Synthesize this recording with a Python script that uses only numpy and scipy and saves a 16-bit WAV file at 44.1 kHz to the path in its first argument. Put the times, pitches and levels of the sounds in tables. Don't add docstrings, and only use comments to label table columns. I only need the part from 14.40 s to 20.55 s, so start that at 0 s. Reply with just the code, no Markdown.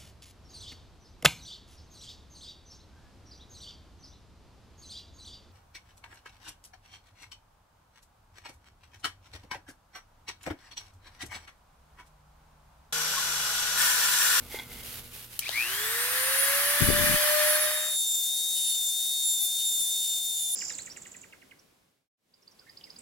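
import sys
import numpy as np
from scipy import signal
from scipy.fft import rfft, irfft
from scipy.io import wavfile
from scipy.ndimage import uniform_filter1d

SR = 44100
rng = np.random.default_rng(int(sys.argv[2]) if len(sys.argv) > 2 else 0)


def to_wav(sig):
    pcm = np.clip(np.atleast_2d(sig), -1, 1) * 32767
    pcm = np.round(pcm).astype(np.int16)
    wavfile.write(sys.argv[1], SR, pcm.T)


N = 271215
T = np.arange(N) / SR

# frequency in Hz, relative spectral density in dB.
RUMBLE_SPECTRUM = [(15, -32), (25, 11.5), (70, 11), (305, -0.5), (484, -5.5), (718, -7.5), (852, -11),
                   (1500, -5.5), (1950, -37), (3300, -120)]
QUIET_SPECTRUM = [(25, -24), (100, -7), (200, -10), (900, 1), (2000, -28), (8000, -36)]
SKIN_SPECTRUM = [(240, -27), (400, -9.5), (605, -10.5), (715, -13), (886, -10), (1050, -12), (3010, -5.5),
                 (7910, -12), (12100, -6), (15500, -13.5)]
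SPARK_SPECTRUM = [(500, -7), (1500, -1), (4000, 9.5), (7000, -1), (12000, -4), (15500, -11)]
AIR_SPECTRUM = [(30, -48), (200, -34), (450, -16.5), (800, -11), (1150, -3), (1400, -2), (1750, 5.5),
                (2300, -4.5), (3500, -5.5), (7000, -9), (9000, -7.5), (11000, -3.5), (13000, -4.5),
                (15500, -11.5)]
GRIT_SPECTRUM = [(300, -28), (1400, -27.5), (2600, -23), (3600, -13.5), (5000, -8.5), (6800, 1),
                 (7900, -2.5), (8700, 2), (10500, 0), (12500, -3.5), (15500, -7)]
# frequency in Hz, coherence, left minus right in dB, left phase lead in radians.
ROOM_STEREO = [(60, 0.8, 0, 0), (1500, 1, 0, 0)]
SKIN_STEREO = [(693, 0.13, 1.5, -1.1), (2100, 0.23, 0.5, -0.43), (6050, 0.3, 0.5, -.7),
               (9000, 1, -1, -0.098), (12900, 0.8, -8, 0)]
AIR_STEREO = [(300, 0.84, 7, 0.1), (750, 0.78, -1.5, 0.33), (1800, 0.68, 4.5, 1.17), (3500, 0.62, 1, 2),
              (6340, 0.081, 5, 3), (9100, 1, -1, 0), (15000, 0.85, -7.5, 0)]
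GRIT_STEREO = [(1370, 1, 0.5, 0), (3400, 1, -2.5, -0.46), (6660, 0.52, 2, 0.67), (9000, .5, 4.5, -.2),
               (10800, 0.33, 2, -0.79), (14000, .72, 0.5, .1)]
# frequency in Hz, bandwidth in Hz, gain in dB.
OBJECT_RESONANCES = [(417, 130, -12), (864, 110, -1), (1540, 65, -7), (2093, 89, 8.5), (3330, 130, -3.5),
                     (3430, 140, -12)]
SWITCH_RESONANCES = [(3180, 113, 8), (4440, 580, -18), (6200, 1000, 2.5), (8100, 760, -3),
                     (10100, 3200, 2.5), (13400, 3000, -10)]
SLOT_RESONANCES = [(2400, 310, -1), (3570, 1100, -14)]
UNBALANCE_RESONANCES = [(604.4, 12.6, 2.9), (1134, 130, 8.6)]
FAN_RESONANCES = [(9830, 210, 2.9)]
STEEL_RESONANCES = [(7250, 260, 0), (10780, 60, 0), (10970, 90, 2), (14400, 110, 0)]
BURR_RESONANCES = [(3070, 480, -5), (4420, 750, -1)]
# frequency in Hz, level in dB.
EARLY_HUMS = [(119, -58.5), (241, -61.5), (479, -64)]
MIDDLE_HUMS = [(119, -62)]
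LATE_HUMS = [(166.9, -71), (436.0, -78), (721.4, -65), (834.4, -83), (872.1, -77)]
# start and end in seconds, hiss gain in dB, scrape gain in dB.
HAND_RUBS = [(0.0, 0.08, -61, -59.5), (0.091, 0.164, -46.5, -43.5), (0.158, 0.236, -56.5, -48),
             (0.28, 0.41, -51, -51.5), (0.416, 0.598, -47, -69), (0.622, 0.68, -57, -72),
             (0.701, 0.848, -50.5, -72), (0.888, 0.97, -52, -70)]
# time in seconds, peak of the ringing in dB, peak of the thud in dB.
OBJECT_KNOCKS = [(0.143, -43, -28), (0.188, -28, -57), (0.197, -25.5, -51)]
# time in seconds, then gains of snap, housing ring and thud in dB.
SWITCH_CLICKS = [(0.992, -12, -29, -60), (1.092, -26, -21.5, -31.5)]
# a multiple of the shaft rate; below, its gain in dB.
BEARING_ORDERS = [3, 4, 5, 5.43, 6, 7, 8, 9, 10, 11, 16, 17, 19]
BEARING_GAINS_DB = [-11, -12, -12, -16, -15, -15, -14.5, -16, -21, -24, -23, -12, -15]
# time in seconds, peak in dB, Gaussian width in seconds.
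AIR_BUFFETS = [(2.421, -12.5, 0.0013), (2.447, -16, 0.001), (2.489, -6.5, 0.0007), (2.503, -8, 0.00043),
               (2.745, -25, 0.0012)]
# touch and lift in seconds, shaft speed lost in Hz, squeal gain in dB.
BURR_STROKES = [(3.411, 3.849, 13.4, -1), (4.13, 4.509, 12.8, -1.5), (4.817, 5.069, 12.8, 1),
                (5.234, 5.451, 12.6, 1.5), (5.591, 5.794, 4.8, -1), (5.885, 6.114, 9.1, -5)]
# harmonic number, gain in dB when free, gain in dB when cutting.
WHINE_OVERTONES = [(2, -41.5, -34), (3, -41.5, -33.5), (4, -48, -35.5)]
# start and end in seconds, level in dB.
CHATTER_SPELLS = [(4.147, 4.323, -45.5), (5.18, 5.225, -47.5), (5.6, 5.76, -50), (5.96, 6.027, -52)]
# touch and lift in seconds, shaft speed lost in Hz.
HEAVY_CUT = [(5.62, 6.09, 13.0)]
# harmonic number, level in dB.
HEAVY_HARMONICS = [(1, -39.5), (2, -33.5), (3, -30.5), (4, -38)]
# shaft speed gained in Hz, time constant in seconds.
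SPIN_UP_STAGES = [(245.7, .127), (374.6, .62)]

MAINS_HZ, SWITCH_ON_S = 60, 0.992
WORK_SHAFT_HZ, HEAVY_SHAFT_HZ = 614.9, 599.5
TO_WORK_S, TO_HEAVY_S = (3.075, 3.58), (5.58, 6.56)


def undb(db):
    return 10 ** (np.asarray(db) / 20)


def fade(start, end):
    return np.clip((T - start) / (end - start), 0, 1)


def gate(start, end, attack_s, release_s):
    return fade(start, start + attack_s) * np.exp(-np.clip((T - end) / release_s, 0, 40))


def pan(db):
    return undb(np.array([[.5], [-.5]]) * db)


def walk(rate):
    hold = max(int(SR / rate), 1)
    steps = np.repeat(rng.standard_normal(N // hold + 1), hold)
    return 1.3 * uniform_filter1d(uniform_filter1d(steps, hold), hold)[:N]


def noise(spectrum, image, band):
    hz = np.maximum(np.fft.rfftfreq(N, 1 / SR), 1)

    def curve(rows, column):
        rows = np.array(rows)
        return np.interp(np.log(hz), np.log(rows[:, 0]), rows[:, column])

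    coherence, sign = np.clip(curve(image, 1), -1, 1), np.array([[1], [-1]])
    mid, side = rfft(rng.standard_normal((2, N)))
    bins = (mid * np.sqrt(1 + coherence) + sign * side * np.sqrt(1 - coherence)) * undb(curve(spectrum, 1))
    bins = bins * pan(curve(image, 2)) * np.exp(.5j * sign * curve(image, 3))
    in_band = bins.mean(0) * (hz > band[0]) * (hz < band[1])
    return irfft(bins, N) / irfft(in_band, N).std()


def tone(angle, db, scatter, lead=0, rate=25):
    paths = np.array([1 + scatter * (walk(rate) + 1j * walk(rate)) for _ in range(2)])
    phase = angle + lead * np.array([[.5], [-.5]])
    return np.sqrt(2) * undb(db) * np.imag(paths * np.exp(1j * phase))


def highpass(x, hz, order):
    return signal.sosfilt(signal.butter(order, hz, "high", fs=SR, output="sos"), x)


def ring(x, modes):
    return sum(undb(db) * signal.lfilter(*signal.iirpeak(hz, hz / width, SR), x)
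               for hz, width, db in modes)


def impact(start, peak_db, modes, decay_s):
    age = np.maximum(T - start, 0)
    force = rng.standard_normal(N) * (T >= start) * np.exp(-np.minimum(age / decay_s, 40))
    response = ring(force + 1e-18, modes)
    return response * undb(peak_db) / np.abs(response).max()


def workshop():
    def hums(table):
        return sum(tone(2 * np.pi * hz * T, db, scatter=0.028) for hz, db in table)

    middle, late = fade(0.51, 1.12), fade(2.95, 3.55)
    rumble = noise(RUMBLE_SPECTRUM, ROOM_STEREO, band=(25, 300))
    rumble *= undb(-53.5 - 10 * middle + 1.04 * walk(12.5))
    quiet = noise(QUIET_SPECTRUM, ROOM_STEREO, band=(25, 1000)) * undb(-72.5)
    early = rumble + (1 - middle) * hums(EARLY_HUMS) + middle * hums(MIDDLE_HUMS)
    return (1 - late) * early + late * (quiet + hums(LATE_HUMS))


def rubbing():
    hiss_gain = scrape_gain = 0
    for start, end, hiss_db, scrape_db in HAND_RUBS:
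        touch = gate(start, end, attack_s=0.036, release_s=0.018)
        hiss_gain += touch * undb(hiss_db)
        scrape_gain += touch * undb(scrape_db)
    between_rubs = undb(-56) * (1 - fade(0.5, 2.3))
    hiss = noise(SKIN_SPECTRUM, SKIN_STEREO, band=(9000, 15500)) * undb(1.3 * walk(400) + 1.17)
    scrape = ring(rng.standard_normal(N) * undb(1.7 * walk(249)), OBJECT_RESONANCES)
    return hiss * np.hypot(hiss_gain, between_rubs) + scrape / scrape.std() * scrape_gain


def knocks():
    return sum(impact(start, ring_db, OBJECT_RESONANCES, decay_s=0.0027)
               + impact(start, thud_db, [(424, 170, 0)], decay_s=0.0026)
               for start, ring_db, thud_db in OBJECT_KNOCKS)


def switch():
    out = 0
    for start, snap_db, ring_db, thud_db in SWITCH_CLICKS:
        snap = np.array([impact(start, snap_db, SWITCH_RESONANCES, decay_s=0.0017) for _ in range(2)])
        housing = impact(start, ring_db, [(4070, 580, 2), (3170, 160, -6)], decay_s=0.0011)
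        housing += impact(start, thud_db, [(637, 110, 0)], decay_s=0.0011)
        tail = [impact(start, snap_db - 10.5, SWITCH_RESONANCES, decay_s=0.019) for _ in range(2)]
        out += pan(1) * (snap + 0.32 * snap[::-1]) + pan(15) * housing + np.array(tail)
    return out


def armature(angle, inrush, mains, slots=8):
    current = inrush * undb(1.5 * walk(400)) * (0.069 + mains) * (1 + 0.19 * np.sin(angle))
    pull = sum(k ** -1.72 * np.sin(slots * k * angle) for k in range(1, 6))
    radiated = highpass(pull * current, hz=2150, order=8)
    return pan(4.1) * undb(-11.5) * ring(radiated, SLOT_RESONANCES)


def sparks(speed, inrush, mains):
    crackle = noise(SPARK_SPECTRUM, AIR_STEREO, band=(1500, 15500)) * undb(-30.5 + 2 * walk(700))
    return crackle * inrush * speed * (1.2 + 0.22 * mains)


def air_and_bearings(angle, speed, mains):
    air = noise(AIR_SPECTRUM, AIR_STEREO, band=(1200, 2200)) * undb(-32 + 0.5 * walk(30.08))
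    air *= 1 + 0.049 * (mains - .5)
    bearings = sum(tone(k * angle, -33 + db + 2 * walk(7.02), scatter=0.95, lead=k, rate=60)
                   for k, db in zip(BEARING_ORDERS, BEARING_GAINS_DB))
    return (air + bearings * speed ** 2) * speed ** 1.78 * fade(1.0, 1.023)


def unbalance(angle, speed):
    fundamental = pan(6.6) * tone(angle, -37.5 + 1.34 * walk(9), scatter=0.099, lead=1.0)
    octave = pan(0.54) * tone(2 * angle, -54 + 2 * walk(8.63), scatter=0.25, lead=0.6)
    hum = (fundamental + octave) * speed ** 4.04
    return hum + ring(hum, UNBALANCE_RESONANCES)


def fan(angle, speed):
    whine = pan(-4) * tone(18 * angle, -33 + 2 * walk(14.57), scatter=0.62, rate=60)
    whine = highpass(whine * speed ** 3.9, hz=7000, order=8)
    return whine + ring(whine, FAN_RESONANCES)


def shaft(hz, jitter):
    return 2 * np.pi * np.cumsum(hz * (1 + jitter * walk(70))) / SR


def free_run():
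    age = np.maximum(T - SWITCH_ON_S, 0)
    hz = sum(gained_hz * (1 - np.exp(-age / lag_s)) for gained_hz, lag_s in SPIN_UP_STAGES)
    speed = hz / hz.max()
    angle = shaft(hz, jitter=0.00089)
    inrush = np.maximum(1 - speed / 0.87, 0) ** 1.01
    mains = np.cos(2 * np.pi * MAINS_HZ * T) ** 2
    electrical = armature(angle, inrush, mains) + sparks(speed, inrush, mains)
    return electrical + air_and_bearings(angle, speed, mains) + unbalance(angle, speed) + fan(angle, speed)


def air_jet(start=2.39, end=2.755):
    spectrum = [(25, -3), (70, -4), (200, -6.5), (380, -14), (600, -37), (1500, -55), (6000, -90)]
    eddies = noise(spectrum, [(100, 0, 0.0038, 0)], band=(20, 600))
    flow = gate(start, end, attack_s=0.033, release_s=0.007)
    flow *= undb(-30 - 7 * (T - start) + 3.03 * walk(60))
    pushes = sum(undb(db) * np.exp(-.5 * ((T - time) / width) ** 2) for time, db, width in AIR_BUFFETS)
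    wind = eddies * flow * undb([[0], [-22]]) + pushes * undb([[0], [-26]])
    return highpass(wind, hz=15, order=1)


def sag(strokes):
    return sum(hz * gate(touch, lift, lift - touch, release_s=0.062) for touch, lift, hz, *_ in strokes)


def partial(angle, db):
    return pan(1) * tone(angle, db + 2 * walk(18), scatter=0.33, lead=-1.12, rate=55)


def grit(db):
    hiss = noise(GRIT_SPECTRUM, GRIT_STEREO, band=(8000, 10300))
    return hiss * undb(db + 1.05 * walk(900) + 0.47 * walk(25.15))


def engraving():
    lost_hz = sag(BURR_STROKES)
    droop_hz = 4.075 * np.maximum(T - 4.086, 0)
    angle = 6 * shaft(WORK_SHAFT_HZ - droop_hz - lost_hz, jitter=.0004)
    touches = [(gate(touch, lift, attack_s=0.038, release_s=0.01), db)
               for touch, lift, _, db in BURR_STROKES]
    contact = np.minimum(sum(envelope for envelope, _ in touches), 1)
    drive = sum(envelope * undb(db) for envelope, db in touches)
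    whine_db = -32 - 0.16 * lost_hz
    whine = pan(2.6) * tone(angle, whine_db, scatter=0.08, lead=0.32)
    free = sum(partial(k * angle, db) for k, db, _ in WHINE_OVERTONES) * (1 - contact)
    cutting = sum(partial(k * angle, db) for k, _, db in WHINE_OVERTONES) * drive
    squeal = ring(cutting, STEEL_RESONANCES)
    hum_angle = 2 * np.pi * 12 * MAINS_HZ * T
    sideband = tone(angle + hum_angle, whine_db - 22, scatter=0.75)
    return whine + free + squeal + sideband + grit(db=-37.5)


def chatter():
    spells = sum(undb(db) * gate(start, end, attack_s=0.014, release_s=0.056)
                 for start, end, db in CHATTER_SPELLS)
    catches = rng.standard_normal(N) * undb(3.2 * walk(300))
    skips = ring(ring(catches, BURR_RESONANCES), BURR_RESONANCES)
    return pan(2.5) * skips / skips.std() * spells


def heavy_stroke():
    angle = 6 * shaft(HEAVY_SHAFT_HZ - sag(HEAVY_CUT), jitter=.0005)
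    return sum(partial(k * angle, db) for k, db in HEAVY_HARMONICS) + grit(db=-38.5)


def scene():
    working, heavy = fade(*TO_WORK_S), fade(*TO_HEAVY_S)
    handling = rubbing() + knocks() + switch()
    tool = free_run() * (1 - working) + engraving() * working * (1 - heavy) + heavy_stroke() * heavy
    return handling + tool + chatter() + workshop() + air_jet()


def record(dry):
    return signal.sosfilt(signal.ellip(10, .2, 80, 15900, fs=SR, output="sos"), dry)


dry = scene()
out = record(dry)
to_wav(out)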